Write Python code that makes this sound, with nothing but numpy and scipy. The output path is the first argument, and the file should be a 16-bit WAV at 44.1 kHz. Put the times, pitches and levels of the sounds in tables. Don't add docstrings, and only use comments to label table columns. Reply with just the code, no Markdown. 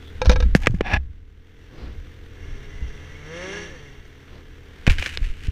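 import sys
import numpy as np
from scipy import signal
from scipy.fft import rfft, irfft, next_fast_len
from scipy.io import wavfile
from scipy.ndimage import map_coordinates

SR = 44100
rng = np.random.default_rng(int(sys.argv[2]) if len(sys.argv) > 2 else 0)


def generate_wav(signal):
    frames = np.transpose(np.atleast_2d(signal))
    scaled = np.clip(frames, -1, 1) * 32767
    pcm = np.round(scaled).astype(np.int16)
    wavfile.write(sys.argv[1], SR, pcm)


N = 242991


def amp(db):
    return 10 ** (np.asarray(db) / 20)


def unit(x):
    return x / np.sqrt(np.mean(x ** 2) + 1e-20)


def gain(points, hz):
    f, db = np.transpose(points)
    return amp(np.interp(np.log(hz + 1), np.log(f + 1), db))


def lift(peaks, hz):
    return amp(sum(db / (1 + (2 * (hz - centre) / width) ** 2) for centre, width, db in peaks))


def curves(rows):
    s, *cols = np.transpose(rows)
    return [np.interp(np.arange(N) / SR, s, c) for c in cols]


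def swells(rows):
    t = np.arange(N) / SR
    return np.sqrt(sum(amp(db - 20 * np.maximum((s - t) / rise, (t - s) / fall)) ** 2
                       for s, db, rise, fall in rows))


def wobble(rate):
    return map_coordinates(rng.standard_normal(int(N * rate / SR) + 4), [np.arange(N) * rate / SR])


def wavering_phase(hz, jitter, rate):
    return 2 * np.pi * np.cumsum(hz * (1 + jitter * wobble(rate))) / SR


def filtered(x, response):
    m = next_fast_len(N + SR // 2)
    return irfft(rfft(x, m) * response(np.fft.rfftfreq(m, 1 / SR)), m)[:N]


def noise(colour):
    return unit(filtered(rng.standard_normal(N), lambda hz: gain(colour, hz)))


def tap_response(response, size=4096):
    cepstrum = irfft(np.log(response(np.fft.rfftfreq(size, 1 / SR)) + 1e-6))
    cepstrum[1:size // 2] *= 2
    cepstrum[size // 2 + 1:] = 0
    ring = irfft(np.exp(rfft(cepstrum)))
    return ring / np.linalg.norm(ring)


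def add(track, s, sound):
    part = track[max(round(s * SR), 0):][:len(sound)]
    part += sound[:len(part)]


def friction(strokes, response, slips_per_s, hiss, spread_db):
    slips = (rng.random(N) < slips_per_s / SR) * rng.standard_normal(N)
    slips *= amp(spread_db * np.clip(rng.standard_normal(N), -2, 2))
    force = unit(slips) + hiss * rng.standard_normal(N)
    return swells(strokes) * unit(signal.fftconvolve(force, tap_response(response))[:N])


def idle(rough=0.12, throb_db=1.5):
    # (time [s], firings [per s])
    speed = [(0, 38.5), (1.35, 41.5), (2.2, 41.8), (2.6, 39.5), (3.15, 42.2), (3.5, 38), (3.9, 39.8),
             (4.2, 39.6), (4.55, 39.4), (5.51, 39.7)]
    # (time [s], exhaust [dB], clatter [dB])
    levels = [(0, -42.5, -50), (.5, -42.5, -46.5), (1.35, -46.5, -53), (2.1, -44.5, -52.5), (3, -43.5, -50),
              (4, -48, -53), (4.6, -46.5, -52.5), (4.85, -51, -48), (5.51, -44.5, -56)]
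    # (multiple of the firing rate, level [dB])
    harmonics = [(1, -8), (2, 2.5), (3, -6), (4, -21), (5, -14), (6, -21), (7, -10), (8, -16), (9, -29),
                 (10, -14.5), (11, -11.5), (12, -16)]
    # (frequency [Hz], level [dB])
    clatter = [(150, 1), (270, 2), (480, 0.5), (580, -8), (1100, -9.5), (1600, -3.5), (2150, -5),
               (2450, -9), (3400, -8.5), (4200, -16), (5100, -20.5), (5800, -20), (7500, -26.5),
               (15000, -37)]
    rate, = curves(speed)
    exhaust_db, clatter_db = curves(levels)
    phase = wavering_phase(rate, jitter=0.00867, rate=20)
    tone = sum(amp(db) * (1 + rough * wobble(21.83)) * np.cos(k * phase + rng.uniform(0, 2 * np.pi))
               for k, db in harmonics)
    throb = amp(throb_db * np.cos(phase) + 1.5 * np.cos(2 * phase) + .8 * wobble(35))
    return amp(exhaust_db) * unit(tone) + amp(clatter_db) * unit(throb * noise(clatter))


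def faint_whine(hz=13906, db=-81.5):
    return amp(db) * np.sqrt(2) * np.sin(2 * np.pi * hz * np.arange(N) / SR)


def swishes():
    # (time [s], level [dB], half-length [s])
    puffs = [(0.072, -60, 0.025), (1.829, -41, 0.1), (4.357, -45.5, 0.059)]
    # (frequency [Hz], level [dB])
    colour = [(100, 12), (450, 6.5), (700, -3), (1800, -6.5), (3200, -12.5), (4700, -13), (7000, -33),
              (14000, -55)]
    t = np.arange(N) / SR
    return noise(colour) * sum(amp(db) * np.exp(-((t - s) / half) ** 2) for s, db, half in puffs)


def glove_squeak():
    # (time [s], peak [dB], rise [s], fall [s])
    grips = [(.085, -52.5, .18, .07)]
    # (frequency [Hz], level [dB])
    colour = [(1500, -39.5), (3000, -15.5), (3400, 1), (3800, -12), (6000, -33)]
    return friction(grips, lambda hz: gain(colour, hz), slips_per_s=2300, hiss=.5, spread_db=3)


def mount_rattles(crunch_db=-7, crunch_fade_s=0.031, attack_s=0.001, detune=0.0071):
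    # (time [s], level [dB], extra gain of the ring [dB])
    jolts = [(0.2163, -13, -1), (0.248, -21, -19), (.256, -15, -9), (0.265, -18, -12), (.285, -26, -14),
             (0.2948, -2.5, -9.5), (.302, -21, -0.5), (0.315, -11, -15.5), (0.323, -16.5, -14),
             (0.331, -21.5, -6), (0.359, -17, -3), (0.4021, -14.5, -12.5), (.425, -23.5, -3.5)]
    # (frequency [Hz], level [dB], time to fade 60 dB [s])
    bar = [(501, 0.5, 0.09), (596, -6, 0.026), (863, -8.5, 0.058), (973, -6, 0.035), (1330, -12, 0.089),
           (1598, -3.5, 0.034), (1647, -11, 0.08), (2310, -9, 0.044), (2480, -7, 0.03), (2784, -14, 0.03),
           (3690, -7, 0.024), (3800, -15, 0.064), (4305, -25, 0.087), (5580, -27, 0.028),
           (5400, -14, 0.014)]
    # (frequency [Hz], level [dB])
    colour = [(120, 7), (360, -9), (520, 6), (1200, -1.5), (2400, -4), (4000, -4), (6300, -7.5),
              (7300, -27), (10000, -30), (15000, -46)]
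    out, t = np.zeros(N), np.arange(SR // 5) / SR
    grit = noise(colour)
    for s, db, ring_db in jolts:
        ring = np.zeros(len(t))
        for hz, level, fade_s in bar:
            fade = amp(level + 2 * rng.normal() - 60 * t / fade_s)
            pitch = hz * (1 + detune * rng.normal())
            ring += fade * np.sin(2 * np.pi * pitch * t + rng.uniform(0, 2 * np.pi))
        crunch = amp(crunch_db - 60 * t / crunch_fade_s) * grit[round(s * SR):][:len(t)]
        add(out, s, amp(db) * (1 - np.exp(-t / attack_s)) * (amp(ring_db) * ring + crunch))
    return out


def camera_shake(attack_cycles=0.084, floor_db=-46):
    # (time [s], level [dB], frequency [Hz], time to fade 60 dB [s])
    pushes = [(0.273, -2.5, 58, 0.33), (0.294, -10, 195, 0.062), (0.351, -6, 65, 0.12),
              (.427, -9.5, 58.3, 0.49), (0.454, -26.5, 205, 0.1), (0.5526, 3, 169, 0.029),
              (0.675, -5.5, 136, 0.025), (.698, -14, 117, 0.15), (.742, -13, 174, 0.068),
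              (0.81, -18.5, 180, 0.035), (0.9382, -2, 73, 0.044), (.968, -15.5, 66.9, 0.31),
              (1.819, -26, 60.6, 0.35), (2.823, -17, 60, 0.25), (4.877, 7.5, 124, 0.013),
              (4.89, 2, 29.8, 0.082), (4.906, -6.5, 73, 0.11), (5.215, -8, 31.6, 0.17),
              (5.299, -10.5, 21.2, 0.1), (5.483, -7.5, 70, 0.06)]
    # (time [s], peak [dB], rise [s], fall [s])
    turns = [(.29, -15.5, 0.13, 0.68), (.75, -20, .08, 0.16), (.9, -26.5, .1, 0.43),
             (1.1, -35, 0.091, 0.092), (1.92, -33.5, 0.16, 0.46), (2.52, -30, 0.24, 0.23),
             (2.86, -29, 0.21, 0.17), (3.76, -41, 0.48, 0.33), (5.0, -21, .12, 0.057),
             (5.22, -26, 0.28, 0.18), (5.46, -27.5, 0.14, 0.16)]
    # (frequency [Hz], level [dB])
    rumble = [(12, -6), (28, 2), (55, -12), (80, -7.5), (120, -25), (300, -33), (800, -96)]
    thumps, t = np.zeros(N), np.arange(SR // 2) / SR
    for s, db, hz, fade_s in pushes:
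        onset = 1 - np.exp(-t * hz / attack_cycles)
        add(thumps, s, amp(db - 60 * t / fade_s) * np.sin(2 * np.pi * hz * t) * onset)
    sway = np.hypot(swells(turns), amp(floor_db) * hand_cover())
    return thumps + sway * noise(rumble)


def hand_cover(start_s=.45, end_s=1.8, close_s=0.17, open_s=.55, depth_db=-10.5):
    t = np.arange(N) / SR
    covered = np.minimum((t - start_s) / close_s, (end_s - t) / open_s)
    return amp(depth_db * np.clip(covered, 0, 1))


def housing_clacks(snap=5, boost_db=5, width=0.99):
    # (time [s], level before the boost [dB], centre [Hz], time to fade 60 dB [s])
    blows = [(0.5505, -1.5, 803, 0.01), (.634, -28, 2800, 0.035), (0.6606, -20, 2200, 0.016),
             (0.6707, -2, 943, 0.017), (.709, -41, 4970, 0.0089), (.747, -41, 2000, 0.035),
             (0.7874, -42, 1180, 0.011), (0.8087, -11.5, 810, 0.018), (0.9365, -18.5, 2460, 0.029),
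             (4.8672, -11.5, 1980, 0.013), (4.877, -12, 1082, 0.03), (4.8987, -14, 1990, .02),
             (4.9838, -23, 2380, 0.048), (5.0245, -18.5, 1900, 0.018), (5.0608, -17.5, 2270, 0.0133),
             (5.0666, -17, 2400, 0.0041), (5.1737, -13.5, 3350, 0.0096), (5.2296, -34, 1960, 0.006),
             (5.436, -49, 7100, .006), (5.471, -35, 7200, 0.0068)]
    # (frequency [Hz], level [dB])
    housing = [(100, 4.5), (490, 9), (750, -2.5), (1000, -8.5), (1300, -7), (1650, 4), (1950, 1), (2450, 4),
               (3300, -4.5), (6000, -11), (8000, -18.5), (12000, -30), (15000, -30.5)]
    out, t = np.zeros(N), np.arange(SR // 16) / SR
    for s, db, centre, fade_s in blows:
        force = rng.standard_normal(len(t)) * amp(-60 * t / fade_s)
        force[0] += snap
        body = tap_response(
            lambda hz: gain(housing, hz) / np.hypot(width, hz / centre - centre / (hz + 1)))
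        blow = signal.fftconvolve(force, body)
        add(out, s, amp(db + boost_db) * blow / np.abs(blow).max())
    return out


def glove_brush():
    # (time [s], peak [dB], rise [s], fall [s])
    strokes = [(.558, -29.5, 0.0074, 0.019), (.625, -45, 0.086, 0.13), (.748, -51, 0.017, 0.055)]
    # (frequency [Hz], level [dB])
    colour = [(500, -6.5), (2000, 4), (4000, -7.5), (6500, -6), (8500, -15.5), (13000, -19), (15000, -33)]
    return friction(strokes, lambda hz: gain(colour, hz), slips_per_s=820, hiss=.6, spread_db=1)


def joint_scrape():
    # (time [s], peak [dB], rise [s], fall [s])
    strokes = [(.66, -36.5, .07, 0.034), (.862, -26, 0.02, 0.056), (.944, -17.5, 0.074, 0.023),
               (.971, -20.5, .02, 0.0048)]
    # (frequency [Hz], level [dB])
    rasp = [(150, 4), (500, -8), (1200, -8), (2000, -3), (3200, -12.5), (5000, -22.5), (7000, -35),
            (10000, -41.5), (15000, -49.5)]
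    # (frequency [Hz], width [Hz], boost [dB])
    peaks = [(794, 290, 17), (1687, 110, 15), (2010, 61, 3), (2560, 520, 10.5), (3530, 120, 9.5),
             (5640, 510, 11)]
    return friction(strokes, lambda hz: gain(rasp, hz) * lift(peaks, hz),
                    slips_per_s=1800, hiss=.55, spread_db=2.5)


def sled_state(lag_s, throttle_db=22, nearest_s=3.5, nearest_m=3.2, speed_m_per_s=6):
    # (time [s], firings [per s])
    revs = [(1.2, 102), (2, 119), (2.3, 110), (2.42, 127), (2.52, 134), (3, 141), (3.25, 149), (3.4, 177),
            (3.5, 193), (3.58, 207), (3.66, 203), (3.8, 150), (3.9, 138), (4.8, 128)]
    # (time [s], opening [0-1])
    throttle = [(1.2, 0.1), (1.7, 0.28), (2.24, 0), (2.4, 0.49), (2.7, 0.43), (3.18, 0.33), (3.31, 0.78),
                (3.45, 0.98), (3.6, 0.89), (3.7, 0.45), (3.85, 0.33), (4.0, 0)]
    t = np.arange(N) / SR
    rate, = curves(revs)
    opening = np.interp(t - lag_s, *np.transpose(throttle))
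    distance = np.hypot(nearest_m, speed_m_per_s * (t - nearest_s))
    return rate, throttle_db * (opening - 1) + 20 * np.log10(nearest_m / distance)


def passing_sled(bark_db=-35.5, buzz_db=-35.5, rush_db=-37, halfway_db=-9, rough=0.09, flutter_db=1):
    # (frequency [Hz], gain [dB])
    muffler = [(125, 6), (150, 0), (185, -11), (260, -14), (320, -11.5), (400, -1.5), (450, -6.5), (490, 2),
               (545, -2), (620, -18.5)]
    # (frequency [Hz], gain [dB])
    pipe = [(200, -12), (330, -0.5), (420, 12), (540, -3.5), (700, -6.5), (830, -8.5), (1100, -5),
            (1400, -6), (2000, -6.5), (3200, -22), (5000, -37), (7000, -31)]
    # (frequency [Hz], width [Hz], boost [dB])
    hood = [(1707, 160, 9.5), (1975, 60, 5), (2143, 130, 10.5), (2777, 120, 11.5), (3170, 100, 5),
            (4540, 210, 13), (5510, 410, 10.5), (5860, 750, 5)]
    # (frequency [Hz], level [dB])
    drive = [(100, -10.5), (230, -16), (320, 0), (540, -13), (720, -12.5), (1400, -13), (2100, -9.5),
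             (2500, -14), (3400, -10.5), (5000, -32), (6100, -16.5), (7200, -29.5), (10000, -34.5),
             (12500, -54.5)]
    rate, loud_db = sled_state(lag_s=0)
    _, spin_db = sled_state(lag_s=0.034)
    phase = wavering_phase(rate, jitter=.002, rate=60)
    bark = sum(gain(muffler, k * rate) * np.sqrt(2) * np.sin(k * phase) for k in (1, 2, 3))
    bark *= 1 + rough * wobble(110)
    whole_hz = np.arange(SR // 4)
    body = gain(pipe, whole_hz) * lift(hood, whole_hz)
    buzz = np.zeros(N)
    for k in range(7, 64):
        strength = amp(halfway_db * (k % 2)) * body[(k * rate / 2).astype(int)]
        buzz += strength * np.cos(k * phase / 2 + rng.uniform(0, 2 * np.pi))
    fluttering = noise(drive) * amp(flutter_db * wobble(45))
    rush = unit(filtered(fluttering, lambda hz: lift(hood, hz)))
    exhaust = amp(bark_db + loud_db) * bark + amp(buzz_db + loud_db) * unit(buzz)
    return exhaust + amp(rush_db + 0.88 * spin_db) * rush


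def belt_and_chain(flutter_db=3):
    # (time [s], peak [dB], rise [s], fall [s], pitch [Hz], glide [Hz per s])
    tones = [(2.77, -51.5, .18, 0.32, 2008, 119), (3.12, -49, 0.12, .12, 1975, 300),
             (3.16, -51.5, .05, 0.17, 2190, 200), (3.4, -47.5, 0.27, 0.056, 2112, -100),
             (3.539, -42, 0.056, 0.38, 1632, 721)]
    out, t = np.zeros(N), np.arange(N) / SR
    for s, db, rise, fall, hz, glide in tones:
        phase = wavering_phase(hz + glide * (t - s), jitter=0.00644, rate=70)
        out += swells([(s, db, rise, fall)]) * unit(amp(flutter_db * wobble(50)) * np.sin(phase))
    return out


def track_beat(level_db=-41.5, slaps_per_firing=.84, step_db=-2, growth=1.4):
    rate, loud_db = sled_state(lag_s=0.11)
    phase = wavering_phase(slaps_per_firing * rate, jitter=0.018, rate=50)
    buzz = sum(amp(step_db * k) * np.sin(k * phase) for k in (1, 2, 3))
    return amp(level_db + growth * loud_db) * unit(buzz)


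def finger_rub():
    # (time [s], peak [dB], rise [s], fall [s])
    strokes = [(4.872, -26.5, 0.0033, 0.015), (4.905, -25.5, 0.018, .055), (4.99, -34, .012, .15),
               (5.065, -31.5, 0.11, 0.077), (5.14, -37.5, .08, 0.064), (5.235, -41.5, 0.072, .17),
               (5.46, -42.5, .17, .07)]
    # (frequency [Hz], level [dB])
    skin = [(410, -16), (700, -22), (1170, -15.5), (1380, -11), (1650, -5.5), (2370, -4.5), (2910, -4.5),
            (3390, -13), (3660, -13.5), (4980, -19.5), (6350, -20), (15000, -39.5)]
    return friction(strokes, lambda hz: gain(skin, hz), slips_per_s=1100, hiss=0.62, spread_db=0)


def scene():
    airborne = idle() + passing_sled() + belt_and_chain() + track_beat() + faint_whine()
    knocks = mount_rattles() + housing_clacks() + camera_shake()
    rubbing = glove_squeak() + glove_brush() + joint_scrape() + finger_rub()
    return (hand_cover() * airborne + knocks + rubbing + swishes())[None]


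def record(dry):
    return filtered(np.clip(dry[0], -1, 1), lambda hz: hz < 15600)[None]


dry = scene()
out = record(dry)
generate_wav(out)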